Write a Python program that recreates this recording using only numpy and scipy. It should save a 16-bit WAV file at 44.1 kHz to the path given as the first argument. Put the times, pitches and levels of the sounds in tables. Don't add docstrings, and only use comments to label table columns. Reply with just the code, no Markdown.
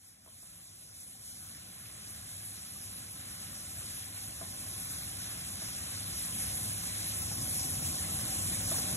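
import sys
import numpy as np
from scipy import signal
from scipy.fft import rfft, irfft
from scipy.io import wavfile
from scipy.ndimage import uniform_filter1d

SR = 44100
rng = np.random.default_rng(int(sys.argv[2]) if len(sys.argv) > 2 else 0)


def waveform_to_disk(signal):
    frames = np.transpose(np.atleast_2d(signal))
    scaled = np.clip(frames, -1, 1) * 32767
    samples = np.round(scaled).astype(np.int16)
    wavfile.write(sys.argv[1], SR, samples)


def volts(x):
    e = np.asarray(x, float) / 20
    return 10 ** e


N = 395136
HZ = np.arange(N // 2 + 1) * SR / N + 1e-3
# start_s, level_db
SAUCE_BOIL = [(0, 0.5), (.5, .5), (.85, -2.5), (1.3, 0), (2.05, 3.5), (2.9, -0.3), (3.4, 2.5), (4.0, 2),
              (4.2, -0.5), (4.8, 0), (5.3, 2), (5.5, -0.5), (5.95, 1.5), (6.6, -1.5), (7.1, 0.5),
              (7.45, -3.5), (8.2, -3), (8.96, -4)]


def curve(table, column=1):
    table = np.array(table)
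    return np.interp(np.arange(N) / SR, table[:, 0], table[:, column])


def shape(points):
    points = np.array(points)
    return np.interp(np.log(HZ), np.log(points[:, 0]), points[:, 1])


def unit(x):
    return x / np.sqrt(np.mean(x ** 2))


def walk(rate_hz):
    hold = int(SR / rate_hz)
    steps = np.repeat(rng.standard_normal(N // hold + 1), hold)
    return 1.6 * uniform_filter1d(uniform_filter1d(steps, hold), hold)[:N]


def bursts(per_s, spread_db):
    happens = rng.random(N) < per_s / SR
    size = np.minimum(rng.exponential(size=N), 4.5)
    sign = rng.standard_normal(N)
    return unit(happens * sign * volts(spread_db * size))


def bumps(table):
    t = np.arange(0, N, 64) / SR
    humps = sum(db * np.exp(-((t - s) / half) ** 2) for s, db, half in table)
    return np.interp(np.arange(N) / SR, t, humps)


def fade():
    t = np.arange(N) / SR
    end_db, climb_db_per_s = -42, 2.18
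    steady = end_db - climb_db_per_s * (N / SR - t)
    return steady - 7 * np.exp(-t / .65) - 3 * np.exp(-t / 0.024)


def heaps():
    # start_s, level_db, half_length_s
    spoonfuls = [(.21, -5.5, 0.087), (.84, -1.5, 0.043), (1.17, -2, 0.046), (1.9, -0.5, 0.034),
                 (3.13, -2, 0.084), (4.09, -2.5, .05), (4.46, -2.5, .08), (5.1, -1, 0.053),
                 (7.29, -1.5, 0.057), (7.69, -1.5, 0.029), (7.97, -1.5, .05), (8.62, -1.5, 0.035),
                 (1.0, 1, .04), (3.46, 0.5, 0.05), (3.61, -1, .03), (4.21, 0.5, .04), (4.91, 0.5, 0.043),
                 (6.14, -2.5, 0.021), (6.36, 0.5, .05), (8.78, 1.5, 0.036), (8.86, -0.5, 0.029)]
    return bumps(spoonfuls)


def sizzle():
    # start_s, level_db
    bare_metal = [(0, 2), (.7, 1.5), (1.5, 2.5), (1.7, -.5), (2.6, 2.5), (3.0, 1), (3.9, 1.3), (4.2, 0),
                  (4.9, 1), (5.6, -1.1), (6.0, -1.4), (6.4, 2.5), (6.8, -.5), (7.2, -0.5), (7.6, 1.5),
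                  (8.25, -1.5), (8.6, -1.1), (8.96, -1)]
    # frequency_hz, density_db (per Hz)
    fry_colour = [(800, -24.5), (1300, -13.5), (2000, -13), (2700, -12), (3600, -11), (5200, -8.5),
                  (6400, -9.5), (7600, -8.5), (8600, -3.5), (9600, -.5), (10400, -4.5), (11200, -5.5),
                  (13000, -12.5), (13800, -20), (14600, -28.5), (15200, -45)]
    # frequency_hz, likeness (0-1), lag_turns (of the right port)
    ports = [(600, .6, 0.25), (940, .5, .3), (1245, .5, 0.11), (1586, .65, .08), (2100, .6, 0.14),
             (2350, .4, 0.3), (2730, .6, 0.45), (3410, .6, 0.3), (4060, .7, 0.3), (4292, .9, 0.44),
             (5110, .92, 0.6), (6300, .92, 0.9), (7454, .92, 1.107), (8790, .83, 1.5), (10746, .94, 1.913),
             (11470, .93, 2.11), (12330, .88, 2.35), (12980, .86, 2.5), (13500, .85, 2.55),
             (14000, .6, 2.62), (14520, .6, 2.7)]
    trains = np.array([bursts(9000, 1.1), bursts(9000, .8), bursts(9000, .8)])
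    paths, shared = 0, walk(18)
    for hz in 700 * 2 ** np.arange(0, 4.6, .5):
        octaves = np.clip(np.log2(HZ / hz) / .5, -1, 1)
        shared = 0.55 * shared + 0.38 * walk(17)
        swell = volts(.45 * shared + .9 * walk(32) + .7 * walk(19))
        own = np.roll(trains, rng.integers(N), axis=1)
        paths = paths + np.cos(octaves * np.pi / 2) * rfft((swell * own).astype(np.float32))
    like = np.clip(shape(ports), 0, 1)
    lag_turns = np.interp(HZ, np.array(ports)[:, 0], np.array(ports)[:, 2])
    late = np.exp(-2j * np.pi * lag_turns)
    common = paths[0] * np.array([np.ones_like(late), late])
    pair = np.sqrt(like) * common + np.sqrt(1 - like) * paths[1:]
    pair = pair * volts(shape(fry_colour))

    fine = 1 / (1 + (4600 / HZ) ** 6)
    thick = 1 / (1 + (HZ / 2300) ** 6)
    bare = fade() + curve(bare_metal) + heaps()
    wet = fade() + curve(SAUCE_BOIL) + .5 * heaps()
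    simmer_db, wet_share = -4.5, 0.76
    high = unit(irfft(pair * fine, N)) * volts(bare + 9.5)
    simmer_level = wet_share * wet + (1 - wet_share) * bare + simmer_db
    low = unit(irfft(pair * (1 - fine - thick), N)) * volts(simmer_level)
    low = low + unit(irfft(pair * thick, N)) * volts(wet - 9 + .8 * walk(14))
    spit = rng.standard_normal(N) * volts(bare + simmer_db - 11.5 + 1.5 * walk(30))
    return high + low * volts([[-1.1], [1.1]]) + spit


def fan():
    # frequency_hz, density_db (per Hz)
    fan_colour = [(15, -52), (25, -34), (56, -7.5), (102, 1), (136, -6), (176, -5.5), (285, -12.5),
                  (444, -23.5), (519, -19), (769, -20.5), (897, -27), (1050, -33.5), (1500, -29.5),
                  (1950, -53), (3300, -120)]
    # pitch_hz, width_hz, level_db
    fan_tones = [(101.7, 9, -11), (169.8, 7.7, -16), (618, 78, -24.5), (769.5, 46, -18.5),
                 (1063, 85, -16.5)]
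    # start_s, level_db, half_length_s
    surges = [(1.1, -1.5, .2), (2.2, 3.5, .1), (2.5, -1.5, 0.11), (3.4, -4, .06), (3.82, 5, 0.043),
              (4.4, 0, .1), (5.0, 3.5, 0.073), (5.5, -3.5, .06), (6.14, 7, .03), (6.25, -3, 0.06),
              (7.0, -0.5, .06), (7.35, -1, 0.094), (7.75, 2, .12), (8.1, -2, 0.066), (8.5, 2.5, 0.065),
              (8.78, 0, 0.038), (8.91, 4, 0.023), (.92, -2, .03), (1.49, 2, 0.037), (3.49, 6, .03),
              (3.62, 0, .04), (4.21, -1, .05), (7.89, 6, 0.027), (8.68, 3.5, 0.036), (8.86, -7, .03)]
    noise = rfft(rng.standard_normal((3, N)))
    air = volts(shape(fan_colour)) * (HZ < 1500)
    air = air / np.sqrt(np.sum(air ** 2))
    for hz, width, db in fan_tones:
        tone = 1 / (1 + ((HZ - hz) / (width / 2)) ** 2)
        air = np.hypot(air, volts(db) * tone / np.sqrt(np.sum(tone ** 2)))
    like = 1 / (1 + (HZ / 1050) ** 2.6)
    duct_dip = 1 - .6 / (1 + ((HZ - 770) / 50) ** 2)
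    lead_s = 0.00006 * (1 + (HZ / 600) ** 2) * duct_dip
    lead = np.exp(2j * np.pi * HZ * lead_s)
    common = noise[0] * np.array([np.ones_like(lead), lead])
    pair = np.sqrt(like) * common + np.sqrt(1 - like) * noise[1:]
    pair = pair * volts(np.array([[1], [-1]]) / (1 + (HZ / 280) ** 2))
    sound = unit(irfft(pair * air, N))
    bass = irfft(rfft(sound) / (1 + (HZ / 150) ** 4), N)
    surging = sound + bass * (volts(bumps(surges)) - 1)
    return surging * volts(fade() + 1.3 + .5 * walk(4))


def plops():
    train, out = bursts(18, 0.99), 0
    cycles = 30
    for hz in 1050 * 2 ** np.arange(0, 1.9, .16):
        pole = np.exp(np.pi * hz / SR * (2j - 1 / cycles))
        trains = [np.roll(train, int(share * N)) for share in rng.random(size=2)]
        ring = signal.lfilter([pole.imag], [1, -2 * pole.real, abs(pole) ** 2], trains)
        out = out + np.sqrt(hz) * ring / pole.imag * hz
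    pair = out[0] + .6 * out[1] * np.array([[1], [-1]])
    return unit(pair) * volts(fade() + curve(SAUCE_BOIL) - 12.5)


def flickers(extra_db):
    # start_s, length_s, level_db
    flickers_4k = [(2.178, 0.052, -78), (2.745, 0.05, -76), (2.888, 0.04, -75), (3.258, 0.1, -73),
                   (3.511, 0.052, -73), (3.589, 0.036, -75), (3.986, 0.03, -82), (4.184, 0.04, -78),
                   (4.299, 0.052, -73), (5.036, 0.06, -69.5), (5.227, 0.032, -81), (5.297, 0.05, -76),
                   (5.459, 0.124, -75), (5.985, 0.042, -82), (6.049, 0.03, -82), (6.428, 0.04, -81),
                   (6.534, 0.036, -83), (6.927, 0.08, -80), (7.069, 0.1, -79), (7.434, 0.15, -65),
                   (7.803, 0.044, -82), (7.909, 0.084, -81), (8.025, 0.048, -81), (8.296, 0.041, -79),
                   (8.418, 0.048, -81), (8.494, 0.062, -81), (8.647, 0.06, -81), (8.767, 0.038, -83)]
    flickers_13k = [(4.253, 0.052, -64), (4.908, 0.045, -58), (4.974, 0.098, -61), (5.099, 0.032, -69),
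                    (5.542, 0.032, -69), (5.951, 0.048, -63), (6.061, 0.036, -71), (6.313, 0.074, -59),
                    (6.63, 0.054, -68), (7.105, 0.11, -62), (7.843, 0.086, -58), (8.36, 0.064, -57),
                    (8.512, 0.032, -70), (8.715, 0.062, -62), (8.905, 0.052, -66)]
    early_flickers_14k = [(0.004, 0.041, -79), (0.114, 0.057, -87), (0.245, 0.28, -78), (0.569, 0.116, -79),
                          (0.75, 0.046, -80)]
    flickers_14k = [(0.408, 0.044, -80), (1.009, 0.054, -71), (1.28, 0.056, -71), (1.386, 0.112, -71.5),
                    (1.542, 0.038, -76), (1.595, 0.05, -75), (1.709, 0.03, -76), (1.831, 0.07, -77),
                    (2.03, 0.22, -70), (2.402, 0.11, -72), (2.681, 0.04, -74), (2.849, 0.172, -72),
                    (3.074, 0.112, -73), (3.244, 0.032, -71), (3.421, 0.036, -69), (3.511, 0.038, -76),
                    (3.655, 0.041, -69), (3.75, 0.138, -69), (4.052, 0.072, -75), (4.207, 0.098, -69),
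                    (4.445, 0.09, -71), (4.569, 0.11, -68), (4.718, 0.066, -69), (4.906, 0.047, -68),
                    (4.978, 0.094, -71), (5.143, 0.032, -78), (5.367, 0.05, -67), (5.459, 0.144, -68),
                    (5.626, 0.043, -70), (5.856, 0.05, -70), (5.951, 0.052, -69), (6.019, 0.084, -71),
                    (6.313, 0.064, -63.5), (6.81, 0.042, -67), (7.041, 0.044, -64.5), (7.133, 0.092, -72),
                    (7.255, 0.038, -76), (7.538, 0.052, -75), (7.737, 0.054, -65), (7.849, 0.08, -66),
                    (8.192, 0.03, -78), (8.362, 0.194, -66), (8.576, 0.27, -61), (8.897, 0.06, -61)]
    flickers_14k7 = [(.3, .2, -84), (.64, .04, -81), (1.43, .07, -75), (1.705, .042, -76), (1.83, .05, -75),
                     (2.09, .05, -76), (2.48, .05, -75), (3.5, .045, -75), (4.2, .045, -74), (4.61, .05, -72),
                     (5.62, .05, -68.5), (8.6, .05, -64), (8.73, .07, -69)]
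    flickers_15k = [(1.428, 0.058, -75), (3.08, 0.034, -75), (3.19, 0.042, -73), (3.491, 0.046, -72),
                    (3.77, 0.04, -75), (3.834, 0.04, -77), (4.632, 0.04, -72), (4.718, 0.054, -69),
                    (4.882, 0.048, -72), (5.137, 0.05, -71), (5.544, 0.032, -75), (5.63, 0.04, -74),
                    (6.327, 0.036, -74), (6.69, 0.046, -66), (6.853, 0.043, -67), (6.967, 0.054, -67),
                    (7.179, 0.048, -62), (7.247, 0.054, -68), (7.524, 0.069, -63), (7.737, 0.192, -67),
                    (8.18, 0.05, -68), (8.412, 0.13, -63), (8.572, 0.11, -64), (8.709, 0.104, -59),
                    (8.905, 0.052, -74)]
    # low_hz, high_hz
    flicker_bands = [(4320, 4650), (13100, 13750), (13800, 14450), (14500, 15000), (15050, 15700)]
    groups = [flickers_4k, flickers_13k, list(early_flickers_14k) + list(flickers_14k), flickers_14k7, flickers_15k]
    out, noise = np.zeros(N), rfft(rng.standard_normal(N))
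    for table, (low, high) in zip(groups, flicker_bands):
        hiss = unit(irfft(noise * (HZ > low) * (HZ < high), N))
        for s, length, db in table:
            i = int(s * SR)
            window = np.sqrt(np.hanning(int(length * SR)))
            out[i:i + len(window)] += window[:N - i] * hiss[i:i + len(window)] * volts(db + extra_db)
    return out


def pops():
    # start_s, peak_db, pitch_hz
    single_bubbles = [(0.1196, -63, 2610), (0.2596, -57, 1210), (0.7163, -57, 3440), (0.8789, -58, 3380),
                      (1.3184, -51, 3150), (1.4092, -53, 1570), (1.931, -50, 3350), (2.1211, -45, 2230),
                      (2.3895, -50, 1670), (2.7282, -49, 3070), (2.9008, -51, 2510), (3.5059, -45, 2410),
                      (3.7179, -46, 3320), (4.2413, -45, 3390), (4.37, -49, 3330), (4.6568, -41, 3510),
                      (4.9886, -45, 2110), (5.2694, -41, 1670), (5.4615, -45, 1640), (5.5662, -43, 3330),
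                      (5.6421, -44, 3370), (5.7798, -41, 1620), (6.115, -44, 2590), (6.544, -47, 1860),
                      (6.972, -43, 1500), (7.0768, -45, 2360), (7.6954, -40, 2310), (7.7303, -42, 3180),
                      (8.714, -35, 1210)]
    out, t = np.zeros(N), np.arange(SR // 20) / SR
    cycles = 15
    for s, db, hz in single_bubbles:
        decay = np.exp(-t * hz * np.pi / cycles)
        ring = np.sin(2 * np.pi * hz * t * (1 + 3 * t)) * decay * (1 - np.exp(-t / .001))
        i = int(s * SR)
        out[i:i + len(t)] += ring[:N - i] * volts(db - 2)
    return np.array([.8 * out, np.roll(out, 5)])


def spoon():
    # start_s, peak_db, pitch_hz, t60_s, sharpness_db (of the contact)
    knocks = [(0.262, -62, 653, 0.07, 0), (0.275, -58.5, 627, 0.07, 1), (0.429, -63.5, 682, 0.07, -2),
              (4.413, -45, 661, 0.1, -0.5), (1.152, -66, 770, 0.065, 0), (3.508, -62, 807, 0.041, 3),
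              (3.767, -58, 662, 0.045, -1), (4.664, -55, 622, .05, 0), (4.778, -55, 501, 0.047, -1),
              (7.217, -53, 680, .05, 0), (7.822, -47.5, 762, 0.057, 0), (8.925, -47, 775, 0.043, -2.5),
              (5.62, -46.5, 641, 0.055, -2), (7.315, -47.5, 836, 0.06, -1.5), (7.593, -53, 544, 0.07, -1.5),
              (8.717, -38, 643, 0.07, -0.5), (8.745, -46.5, 1080, 0.06, -5), (8.784, -44.5, 482, 0.07, 1.5)]
    # pitch_ratio, level_db, t60_share
    pan_modes = [(.55, -4.5, 0.87), (1, 3, 1), (1.55, -2.5, 0.69), (1.8, -3.5, 0.61), (2.5, -6, .3)]
    out, t = np.zeros((2, N)), np.arange(SR // 4) / SR
    band = signal.butter(2, [420, 1150], "band", fs=SR, output="sos")
    edge = signal.butter(2, [1100, 2100], "band", fs=SR, output="sos")
    for s, db, hz, t60, sharp_db in knocks:
        fall = t * np.log(1000) / max(t60, .01)
        ring = 0
        for ratio, mode_db, share in pan_modes:
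            level = volts(mode_db + sharp_db * np.log2(ratio))
            ring = ring + level * np.sin(2 * np.pi * hz * ratio * t) * np.exp(-fall / share)
        tail = signal.sosfilt(band, rng.standard_normal((2, len(t)))) * np.exp(-fall / 2.4)
        crack = signal.sosfilt(edge, rng.standard_normal(len(t))) * np.exp(-t / .003)
        crack = crack * volts(11.0 + 3.5 * sharp_db)
        blow = (ring + crack + volts(11.0) * tail) * (1 - np.exp(-t / .0009)) * volts(db - 0.4)
        i = int((s - .0015) * SR)
        out[:, i:i + len(t)] += blow[:, :N - i]
    return out


def scene():
    return sizzle() + fan() + plops() + flickers(extra_db=2.2) + pops() + spoon()


def coarse_spectrum(x):
    # frequency_hz, step_db
    step_sizes = np.array([(300, -30), (1200, -19), (1800, -11), (2300, -5.5), (2850, -2.5), (3500, -3),
                           (4400, -4.5), (5200, -7), (6500, -6), (9300, -2.5), (12000, -5.5), (13300, -7.5),
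                           (14000, -8.5), (14600, -11), (15700, -13.5)])
    # start_s, length_frames, centre_hz
    holes = [(.08, 2, 3010), (.17, 2, 3010), (.29, 2, 2760), (.68, 2, 2670), (.92, 2, 3010),
             (1.38, 2, 3010), (1.52, 3, 2670), (3.86, 2, 2670), (4.53, 2, 3700), (5.51, 2, 3190),
             (5.84, 2, 3400), (5.96, 2, 3200), (7.2, 2, 3190), (.21, 2, 2670), (.4, 2, 2840),
             (.49, 2, 3010), (.65, 3, 3010), (1.0, 2, 2930), (1.05, 3, 2670), (1.14, 4, 2670),
             (1.3, 3, 2670), (2.35, 3, 2930), (3.37, 2, 2670), (4.04, 2, 3010), (4.28, 3, 3700),
             (4.35, 2, 3010), (4.74, 14, 3010), (4.9, 4, 3100), (5.02, 2, 2760), (5.42, 2, 2930),
             (5.72, 2, 2930), (6.25, 2, 2840), (6.99, 2, 3010), (7.39, 2, 2670), (7.99, 2, 2670),
             (8.22, 2, 2670), (8.5, 2, 2670), (8.64, 3, 2670), (8.87, 3, 2930)]
    hop, grid = 1024, 131
    bands = np.r_[0:608:4, 608:1024:16]
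    width = np.diff(np.r_[bands, hop])
    n = np.arange(2 * hop)
    window = np.sin(np.pi * (n + .5) / (2 * hop))
    basis = np.cos(np.pi / hop * np.outer(n + (hop + 1) / 2, n[:hop] + .5)) * window[:, None]
    margins = ((0, 0), (2 * hop - grid, hop + (grid - N) % hop))
    blocks = np.pad([x[0] + x[1], x[0] - x[1]], margins).reshape(2, -1, hop) / 2
    lines = np.concatenate([blocks[:, :-1], blocks[:, 1:]], axis=2) @ basis

    loud = np.sqrt(np.mean(lines[:, :, 90:600] ** 2, axis=(0, 2)))[:, None]
    centre_hz = (bands + width / 2) * SR / (2 * hop)
    step_db = np.interp(np.log(centre_hz), np.log(step_sizes[:, 0]), step_sizes[:, 1])
    step = loud * volts(step_db + 2.03 * rng.standard_normal((2, len(loud), len(bands))))
    rms = np.sqrt(np.add.reduceat(lines ** 2, bands, axis=2) / width)
    whim = rng.standard_normal((2, *rms.shape))
    slow = uniform_filter1d(uniform_filter1d(rms, size=3, axis=1), size=5, axis=2)
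    partner = slow[::-1]
    masked = (slow < partner * volts(-6.5 + 1.02 * whim[0])) & (bands > 185)
    kept = (rms > step * volts(-3.5 + 1.2 * whim[1])) | (bands < 600)
    step = np.where(masked, np.maximum(step, partner * volts(7.5)), step)
    for s, count, hz in holes:
        first = round((s * SR - grid) / hop) + 1
        kept[0, first:first + count, np.abs((bands + 2) * SR / (2 * hop) - hz) < 135] = False

    masked, step, kept = [np.repeat(values, width, axis=2) for values in (masked, step, kept)]
    steps = np.floor(np.abs(lines / step) ** .75 + .4054)
    rounded = np.sign(lines) * steps ** (4 / 3)
    blurred = rounded + ~masked * volts(-27.0) * rng.laplace(size=lines.shape)
    frames = (kept * step * blurred) @ basis.T * 2 / hop
    joined = (frames[:, 1:, :hop] + frames[:, :-1, hop:]).reshape(2, -1)
    mid, side = joined[:, hop - grid:][:, :N]
    return np.array([mid + side, mid - side])


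def roll_off(x):
    return signal.sosfilt(signal.butter(12, 15820, fs=SR, output="sos"), x)


def record(dry):
    mix = coarse_spectrum(dry)
    return roll_off(mix)


dry = scene()
out = record(dry)
waveform_to_disk(out)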